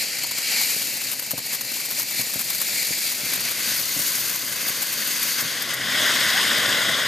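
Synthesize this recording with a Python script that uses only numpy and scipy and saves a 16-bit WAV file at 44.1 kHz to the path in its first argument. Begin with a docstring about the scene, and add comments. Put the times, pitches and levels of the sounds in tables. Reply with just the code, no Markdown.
"""A harsh hiss of gas is heard first, with fizzing sparks that spit in short bursts: a ground fountain firework.
It burns on pavement outdoors at night, a few metres away; now and then there is a soft thump.
Near the end the last charge brings fewer sparks and a louder, hollow roar from the emptied tube.
Filtered noise makes the hiss, random cracks make the sparks and rumble, and double clicks make the thumps.
A whistle, a few pops and a faint drone lie beneath; two close microphone openings give left and right."""
import sys
import numpy as np
from scipy import signal
from scipy.fft import rfft, irfft
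from scipy.io import wavfile
from scipy.ndimage import uniform_filter1d

SR = 44100
rng = np.random.default_rng(int(sys.argv[2]) if len(sys.argv) > 2 else 0)


def store_pcm(level_fs):
    """Save levels as 16-bit WAV."""
    pcm = np.round(np.clip(level_fs, -1, 1) * 32767).astype(np.int16)
    wavfile.write(sys.argv[1], SR, np.atleast_2d(pcm).T)


N = 311787
TIME = np.arange(N) / SR  # seconds
HZ = np.fft.rfftfreq(N, 1 / SR)

# Which charge burns (0 first, 1 second, 2 last; fractions are a mix): time_s, charge
CHARGE_STAGES = [(0, 0), (3.05, -0.01), (3.45, 0.66), (4.3, 1.04), (5.35, 1.04), (5.6, 1.5), (5.95, 1.92),
                 (6.4, 1.79), (7.07, 2.5)]
# Steady strength of the gas jet, before surges and layer trims: time_s, level_db
STEADY_THRUST = [(0, -29), (.33, -30.5), (.5, -25.5), (.67, -27), (.93, -31), (1.25, -34), (2.3, -31.5),
                 (2.9, -28.5), (3.2, -31), (4.15, -30), (4.45, -31.5), (5.0, -29.5), (5.25, -27),
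                 (5.5, -28.5), (5.79, -28.5), (5.99, -21), (6.45, -20.5), (7.07, -22.5)]
# Surges of gas that build up and then give way: top_s, rise_db, build_s
GAS_SURGES = [(.02, 3, .04), (.24, 3, 0.02), (.6, 3.5, 0.078), (1.1, 1.5, .07), (1.535, 3, 0.074),
              (1.77, 2.3, 0.1), (1.995, 3.5, 0.043), (2.2, 4.5, 0.043), (2.8, 1.5, 0.11),
              (3.08, 2.5, 0.037), (3.33, 3, 0.076), (3.48, 3, 0.065), (3.72, 4, 0.13), (4.69, 2, 0.094),
              (5.4, 3, 0.02), (5.715, 3, 0.037)]
SURGE_FALL = 0.58  # time a swell takes to die, as a share of its build-up
# Broad colour of the jet for each charge, before levelling: pitch_hz, relative_db
FIRST_JET_COLOUR = [(500, -10.5), (1000, -8.5), (1600, -6.5), (3000, 2.5), (6000, 3), (10000, -1),
                    (14000, 0)]
SECOND_JET_COLOUR = [(500, -27), (1000, -6), (1600, -3), (3000, 3), (6000, -3), (10000, -2), (14000, -1.5)]
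LAST_JET_COLOUR = [(500, -3), (1000, -5), (1600, 2.5), (3000, -7.5), (6000, -7), (10000, -11.5),
                   (14000, -12.5)]
# Resonances (and a few dips) of the tube for each charge: pitch_hz, half_width_hz, boost_db
FIRST_TUBE_RINGS = [(810, 60, 6.5), (1180, 100, -4), (2070, 457, 10.5), (2296, 43, 5), (2680, 46, 4),
                    (3990, 130, 2), (4534, 400, 8), (7250, 530, 4.5), (9700, 200, 3)]
SECOND_TUBE_RINGS = [(1070, 99, 7), (1553, 144, 9), (1980, 200, 4.5), (2085, 97, 5.5), (2540, 130, 3.5),
                     (3700, 110, 2.5), (3830, 59, -2), (4650, 390, 9.5), (6360, 410, 9.5)]
LAST_TUBE_RINGS = [(603, 63, 9.3), (1082, 50, 11), (1470, 85, 8.3), (1940, 208, 12.7), (3397, 550, 16.9),
                   (5030, 400, 10.9), (6570, 360, 7.1), (8280, 500, 5.6)]
# A narrow dip in the hiss sinks as the first charge burns down; DIP_HZ is where it starts
DIP_HZ, DIP_SINK_HZ_PER_S, DIP_WIDTH_HZ, DIP_DB = 3700, 250, 180, -4

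# Flow of small sparks, before surges and the layer trim: time_s, level_db
SMALL_SPARK_FLOW = [(0, -34), (.23, -48), (.43, -59), (.65, -27.5), (1.04, -33.5), (1.3, -39),
                    (1.95, -32.5), (2.9, -30.5), (3.5, -33.5), (4.05, -26.5), (4.5, -33), (5.3, -30.5),
                    (5.7, -44), (6.1, -33), (7.07, -39)]
# Colour of the small sparks, before levelling: pitch_hz, relative_db (per Hz)
FIZZ_COLOUR = [(100, -22), (300, -6), (1000, -28), (3000, -6), (7000, 0.5), (8300, -4.5), (9400, -1.5),
               (10500, -3.5), (12700, -0.5), (13900, 5), (15000, -39)]
# The biggest sparks bursting in short spits: middle_s, level_db, length_s
BIG_BURSTS = [(.025, -37, 0.0058), (.24, -27.5, 0.007), (.316, -28.5, .0075), (.385, -27.5, .0054),
              (.615, -24.5, .005), (.722, -32, 0.0045), (1.125, -28, .016), (1.197, -30, 0.0063),
              (1.227, -32, 0.0081), (1.314, -25, 0.0055), (1.38, -26.5, 0.0035), (1.388, -30, .005),
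              (1.535, -28.5, 0.014), (1.614, -26.5, 0.0055), (1.913, -28.5, 0.011), (2.002, -26, 0.0095),
              (2.111, -29.5, .007), (2.213, -27.5, 0.0081), (2.34, -28, 0.0056), (2.396, -27, .006),
              (2.414, -26, 0.0056), (2.505, -28, .006), (2.552, -26.5, .006), (2.619, -24.5, 0.0081),
              (3.068, -31, 0.009), (3.122, -27, .009), (3.336, -24, .004), (3.36, -27, .006),
              (3.514, -28, 0.0091), (4.359, -31, 0.0076), (4.528, -30, .007), (4.688, -27, .012),
              (4.826, -25.5, 0.011), (4.934, -29, .009), (5.078, -29, .009), (5.232, -25.5, .007),
              (5.41, -26, .007), (5.625, -30, 0.0077), (5.74, -27.5, 0.0064)]
# Single sharp snaps of near sparks: middle_s, level_db
NEAR_SNAPS = [(.3859, -17), (1.3091, -21), (1.3144, -18), (2.0206, -16.5), (2.3374, -19), (4.2972, -20),
              (5.623, -18)]
SNAP_S = 0.0003
# Lesser spits come by chance until the last charge takes over; level and length are middle values
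SPITS_PER_S, SPIT_DB, SPIT_SPREAD_DB, SPIT_S = 13, -32.5, 3.5, 0.005
# Colour of the bursting sparks, before levelling: pitch_hz, relative_db (per Hz)
SPIT_COLOUR = [(60, -20), (250, -8), (1000, -1.5), (3000, 0), (7000, 1), (10500, 2), (12700, 6),
               (13900, 11), (15000, -35)]
# A few sparks burst with a hollow pop: middle_s, level_db, length_s
HOLLOW_POPS = [(.246, -41, .008), (0.314, -45, 0.0049), (0.613, -42, 0.0058), (1.384, -40, 0.0068)]
POP_HZ, POP_WIDTH_HZ = 925, 170

# Soft low thumps, each a double push: start_s, peak_db, second_push_after_s
DOUBLE_THUMPS = [(.7635, -27, .005), (1.3345, -20.5, 0.0073), (1.38, -26, 0.0087), (2.1955, -20.5, 0.0076),
                 (2.3585, -23, .008), (2.907, -24.5, 0.0065), (3.234, -31, 0.0041), (3.9645, -23, 0.0069),
                 (3.9947, -24, 0.0066), (5.426, -25.5, .008), (5.449, -25.5, 0.0083)]
# Colour of the thumps, before levelling: pitch_hz, relative_db (per Hz)
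THUMP_COLOUR = [(25, -32), (70, -6), (130, 6), (260, 6), (400, -3), (620, 1.5), (1000, -19), (3000, -52)]
# A brief faint rising whistle: time_s, pitch_hz, level_db
WHISTLE_SLIDE = [(6.325, 620, -48), (6.35, 737, -36), (6.38, 845, -38), (6.41, 1020, -38),
                 (6.43, 1100, -34)]

# Plume rumble for the first, second and last charge, before the layer trim, with the jet at usual strength
PLUME_CHARGE_DB, USUAL_THRUST_DB = [-45.5, -43, -38], -30
# The plume billows as the second charge catches: top_s, rise_db, build_s
PLUME_BILLOWS = [(3.38, 3.7, 0.2)]
# Colour of the plume, before levelling: pitch_hz, relative_db (per Hz)
RUMBLE_COLOUR = [(20, -35), (35, -41), (60, -18), (100, -7), (160, 0), (250, 3), (380, -4), (580, 1),
                 (800, -7.5), (1100, -10), (1600, -7.5), (4000, -19)]
# A faint low drone that swells with the plume; HUM_DB is its level at the plume's median
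HUM_HZ, HUM_WIDTH_HZ, HUM_DB = 124.8, 4.4, -57.5

# Likeness of the two microphone openings: pitch_hz, likeness (0 to 1)
LEFT_RIGHT_LIKENESS = [(60, .98), (300, .995), (1100, .97), (1350, .9), (1800, .96), (2150, .86),
                       (2500, .98), (3200, .97), (4100, .84), (5000, .87), (5400, .98), (6000, .92),
                       (6800, .92), (7700, .76), (14000, .74)]
# Left level minus right level: pitch_hz, difference_db
LEFT_RIGHT_BALANCE = [(100, 1.5), (800, 2.5), (1150, .6), (1430, 5), (1800, 0.1), (2200, 4.3), (2500, -0.2),
                      (3400, 2), (4400, 3.5), (5000, 3), (5400, 0.2), (7200, 0.5), (10200, 2), (14000, 6.5)]
# How far left runs ahead of right: pitch_hz, lead_radians
LEFT_LEAD = [(100, 0.17), (900, 0.031), (1300, 0.27), (1700, .03), (2100, .28), (2500, 0), (3600, 0.28),
             (4200, 0), (5400, 0.23), (6800, 0), (7700, .88), (11500, 1.2)]
# Bands (Hz) in which the spark and plume levels are set
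SPARK_BAND, LOW_BAND = (8000, 14400), (130, 1200)
EDGE_HZ = 14300  # upper limit of the recorder


def jet(thrust_db, trim_db=-1, flutter_db=0.67, flutter_hz=60, patchy_db=1.22):
    """Rushing, turbulent gas rings the tube; its colour slides from one charge to the next."""
    hz, t, noise = signal.stft(rng.standard_normal((2, N)), SR, nperseg=512, noverlap=384)
    charge, = follow(CHARGE_STAGES, t)
    stages = [(FIRST_JET_COLOUR, FIRST_TUBE_RINGS),
              (SECOND_JET_COLOUR, SECOND_TUBE_RINGS),
              (LAST_JET_COLOUR, LAST_TUBE_RINGS)]
    field_db = 0
    for k, (colour, tube) in enumerate(stages):
        rings_db = sum(db * np.exp(-.5 * ((hz - f) / width) ** 2) for f, width, db in tube)
        shape_db = read(colour, hz) + rings_db
        share = np.maximum(1 - abs(np.clip(charge, 0, 2) - k), 0)
        field_db = field_db + shape_db[:, None] * share
    dip_hz = DIP_HZ - DIP_SINK_HZ_PER_S * t
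    dip = np.exp(-.5 * ((hz[:, None] - dip_hz) / DIP_WIDTH_HZ) ** 2)
    field_db = field_db + DIP_DB * dip * np.clip(1 - charge, 0, 1)
    # eddies brighten and dull narrow bands for a few hundredths of a second
    patches = uniform_filter1d(rng.standard_normal(field_db.shape), size=7, axis=0)
    patches = evened(uniform_filter1d(patches, size=12, axis=1))
    # the narrow nozzle gives off little bass
    bass_cut = hz ** 2 / (hz ** 2 + 300 ** 2)
    gain = gain_of(field_db + patchy_db * patches) * bass_cut[:, None]
    # level every moment by its middle band, so only the thrust sets the loudness there
    inside = (hz > 1600) & (hz < 5200)
    gain /= np.sqrt(np.mean(gain ** 2 * inside[:, None], axis=0))
    gas = signal.istft(noise * gain, SR, nperseg=512, noverlap=384)[1][:, :N]
    return gas * gain_of(thrust_db + trim_db + flutter_db * drift(flutter_hz))


def thrust():
    """Level of the gas jet in dB: the steady burn and its surges."""
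    return follow(STEADY_THRUST, TIME)[0] + swells(GAS_SURGES)


def swells(rows):
    """Rise in dB over time from swells that build up and give way more quickly."""
    rise_db = np.zeros(N)
    for s, db, build_s in rows:
        width_s = np.where(TIME < s, build_s, build_s * SURGE_FALL)
        rise_db += db * np.exp(-((TIME - s) / width_s) ** 2)
    return rise_db


def fizz(thrust_db, trim_db=-1.5, clump_db=1.46, clump_hz=90):
    """Thousands of burning metal grains a second, thrown out in clumps; each surge of gas carries more."""
    grains = coloured(crackle(per_s=14000, spread_db=1.5), FIZZ_COLOUR, SPARK_BAND)
    # a surge is how far the thrust stands above its own average over a third of a second
    surge_db = thrust_db - uniform_filter1d(thrust_db, size=SR // 3)
    flow_db = follow(SMALL_SPARK_FLOW, TIME)[0] + trim_db
    return grains * gain_of(flow_db + surge_db + clump_db * drift(clump_hz))


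def bursts(power, ragged_db=1.6, ragged_hz=400):
    """Larger sparks fly apart, each in a quick ragged volley of cracks."""
    volley = crackle(per_s=24000, spread_db=1.0) * gain_of(ragged_db * drift(ragged_hz))
    return coloured(evened(volley) * np.sqrt(power), SPIT_COLOUR, SPARK_BAND)


def burst_power(rise=0.65):
    """Power of the bursting sparks over time; each flares sharply and dies a little more slowly."""
    snaps = [(s, db, SNAP_S) for s, db in NEAR_SNAPS]
    power = np.zeros(N)
    for s, db, length in [*BIG_BURSTS, *snaps, *lesser_spits()]:
        near = slice(max(int((s - 2 * length) * SR), 0), int((s + 2 * length) * SR))
        age = (TIME[near] - s) / length
        fade = np.where(age < 0, (age / rise) ** 4, age ** 2)
        power[near] += gain_of(db) ** 2 * np.exp(-fade)
    return power


def lesser_spits(count=200):
    """Small bursts at uneven intervals, none from the last charge; columns middle_s, level_db, length_s."""
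    wait, size, length, chance = rng.random((count, 4)).T
    s = np.cumsum(.5 + wait) / SPITS_PER_S
    level_db = SPIT_DB + SPIT_SPREAD_DB * (2 * size - 1)
    rows = np.transpose([s, level_db, SPIT_S * (.5 + length)])
    # they thin out as the second charge gives way to the last
    burning = follow(CHARGE_STAGES, s)[0] < 1 + chance / 2
    return rows[(s < TIME[-1]) & burning]


def sputter(power, thrust_db, depth=0.54, recover_s=0.013):
    """The stream sags for a moment after each burst, most of all when it is thin."""
    keep = np.exp(-1 / (recover_s * SR))
    recent = signal.lfilter([(1 - keep) ** 2], [1, -2 * keep, keep ** 2], power)
    return 1 / np.sqrt(1 + depth * recent / gain_of(thrust_db) ** 2)


def thumps(second=0.51, tail_s=.012, tail_db=-26):
    """Two dull pushes of air in quick succession, and a short scattered tail."""
    t = TIME[:SR // 8]
    out = np.zeros(N)
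    for s, db, gap_s in DOUBLE_THUMPS:
        push = gain_of(tail_db) * np.exp(-t / tail_s) * rng.standard_normal(len(t))
        push[0] += 1
        push[int(gap_s * SR)] += second
        out[int(s * SR):][:len(t)] += gain_of(db) * push
    dull = gain_of(read(THUMP_COLOUR, HZ))
    # divide by the height of the plain filtered click to set the level
    return irfft(rfft(out) * causal(dull), N) / irfft(dull, N)[0]


def pops():
    """Short hollow rings of trapped gas, made from noise around one pitch."""
    resonance = 1 / (1 + ((HZ - POP_HZ) / POP_WIDTH_HZ) ** 2)
    ring = evened(irfft(rfft(rng.standard_normal(N)) * resonance, N))
    return ring * sum(gain_of(db) * np.exp(-((TIME - s) / length) ** 4) for s, db, length in HOLLOW_POPS)


def whistle():
    """A thin sine tone slides upward inside the roar."""
    hz, db = follow(WHISTLE_SLIDE, TIME)
    sounding = (TIME > WHISTLE_SLIDE[0][0]) & (TIME < WHISTLE_SLIDE[-1][0])
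    soft_edges = uniform_filter1d(1. * sounding, size=400)
    tone = np.sqrt(2) * np.sin(2 * np.pi * np.cumsum(hz) / SR)
    return gain_of(db) * soft_edges * tone


def plume(plume_db, trim_db=-1.5, lumpy_db=0.5, lumpy_hz=35):
    """The rising column of hot gas flutters and rumbles."""
    roar = coloured(crackle(per_s=2500, spread_db=2.5), RUMBLE_COLOUR, LOW_BAND)
    return roar * gain_of(plume_db + trim_db + lumpy_db * drift(lumpy_hz))


def plume_level(thrust_db, coupling=0.36):
    """Plume level in dB: each charge rumbles more than the one before, and a stronger jet adds to it."""
    charge_db = np.interp(follow(CHARGE_STAGES, TIME)[0], np.arange(3), PLUME_CHARGE_DB)
    return charge_db + coupling * (thrust_db - USUAL_THRUST_DB) + swells(PLUME_BILLOWS)


def hum(plume_db, swell=0.7):
    """A narrow, wavering low drone that grows as the plume does."""
    line = 1 / (1 + ((HZ - HUM_HZ) / HUM_WIDTH_HZ) ** 2)
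    level_db = HUM_DB + swell * (plume_db - np.median(plume_db))
    return gain_of(level_db) * evened(irfft(rfft(rng.standard_normal(N)) * line, N))


def crackle(per_s, spread_db):
    """Two streams of tiny cracks that share their moments; most are small, a few large."""
    size = gain_of(spread_db * np.minimum(rng.exponential(1, N), 4))
    moments = rng.random(N) < per_s / SR
    return evened(size * moments * rng.standard_normal((2, N)))


def drift(rate_hz):
    """Slow random wandering with an rms of one."""
    return evened(irfft(rfft(rng.standard_normal(N)) / (1 + (HZ / rate_hz) ** 4), N))


def coloured(x, colour, band):
    """Filters white sound so that the given band keeps the level of the input."""
    gain = gain_of(read(colour, HZ))
    inside = (HZ > band[0]) & (HZ < band[1])
    return irfft(rfft(x) * gain / np.sqrt(np.mean(gain ** 2 * inside)), N)


def causal(gain):
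    """Spectrum with the given gains whose ring follows the blow (minimum phase)."""
    cepstrum = irfft(np.log(gain), N)
    cepstrum[1:] *= 2 * (np.arange(1, N) < N / 2)
    return np.exp(rfft(cepstrum))


def gain_of(db):
    """Decibels to amplitude."""
    return 10 ** (np.asarray(db) / 20)


def evened(x):
    """Scales to an rms of one."""
    return x / np.sqrt(np.mean(x ** 2) + 1e-20)


def read(points, hz):
    """Reads a table at any pitch, on a log-frequency axis."""
    f, value = np.transpose(points)
    return np.interp(np.log(hz + 1), np.log(f), value)


def follow(rows, t):
    """Each column of a table over time, read at the times t."""
    s, *columns = np.transpose(rows)
    return [np.interp(t, s, c) for c in columns]


def ports(pair):
    """Two close openings hear the bass much alike; in the treble the left is mostly louder and leads."""
    a, b = rfft(pair)
    same = np.clip(read(LEFT_RIGHT_LIKENESS, HZ), 0, 1)
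    tilt = gain_of(read(LEFT_RIGHT_BALANCE, HZ) / 2)  # half the difference on each side
    lead = read(LEFT_LEAD, HZ)
    left = a * tilt
    right = (same * a + np.sqrt(1 - same ** 2) * b) * np.exp(-1j * lead) / tilt
    # keep the level of the two sides averaged together
    middle = np.sqrt(tilt ** 2 + tilt ** -2 + 2 * same * np.cos(lead)) / 2
    return irfft(np.array([left, right]) / middle, N)


def scene():
    """Jet, sparks and plume follow the thrust; the small low sounds join the part both sides share."""
    thrust_db, power = thrust(), burst_power()
    plume_db = plume_level(thrust_db)
    stream = (jet(thrust_db) + fizz(thrust_db)) * sputter(power, thrust_db)
    pair = stream + bursts(power) + plume(plume_db)
    pair[0] += thumps() + pops() + whistle() + hum(plume_db)
    return ports(pair)


def record(dry):
    """The recorder's band limit: a steep low-pass filter."""
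    low_pass = signal.firwin(601, EDGE_HZ, window=("kaiser", 9), fs=SR)
    return signal.oaconvolve(dry, low_pass[None], "same")


dry = scene()
out = record(dry)
store_pcm(out)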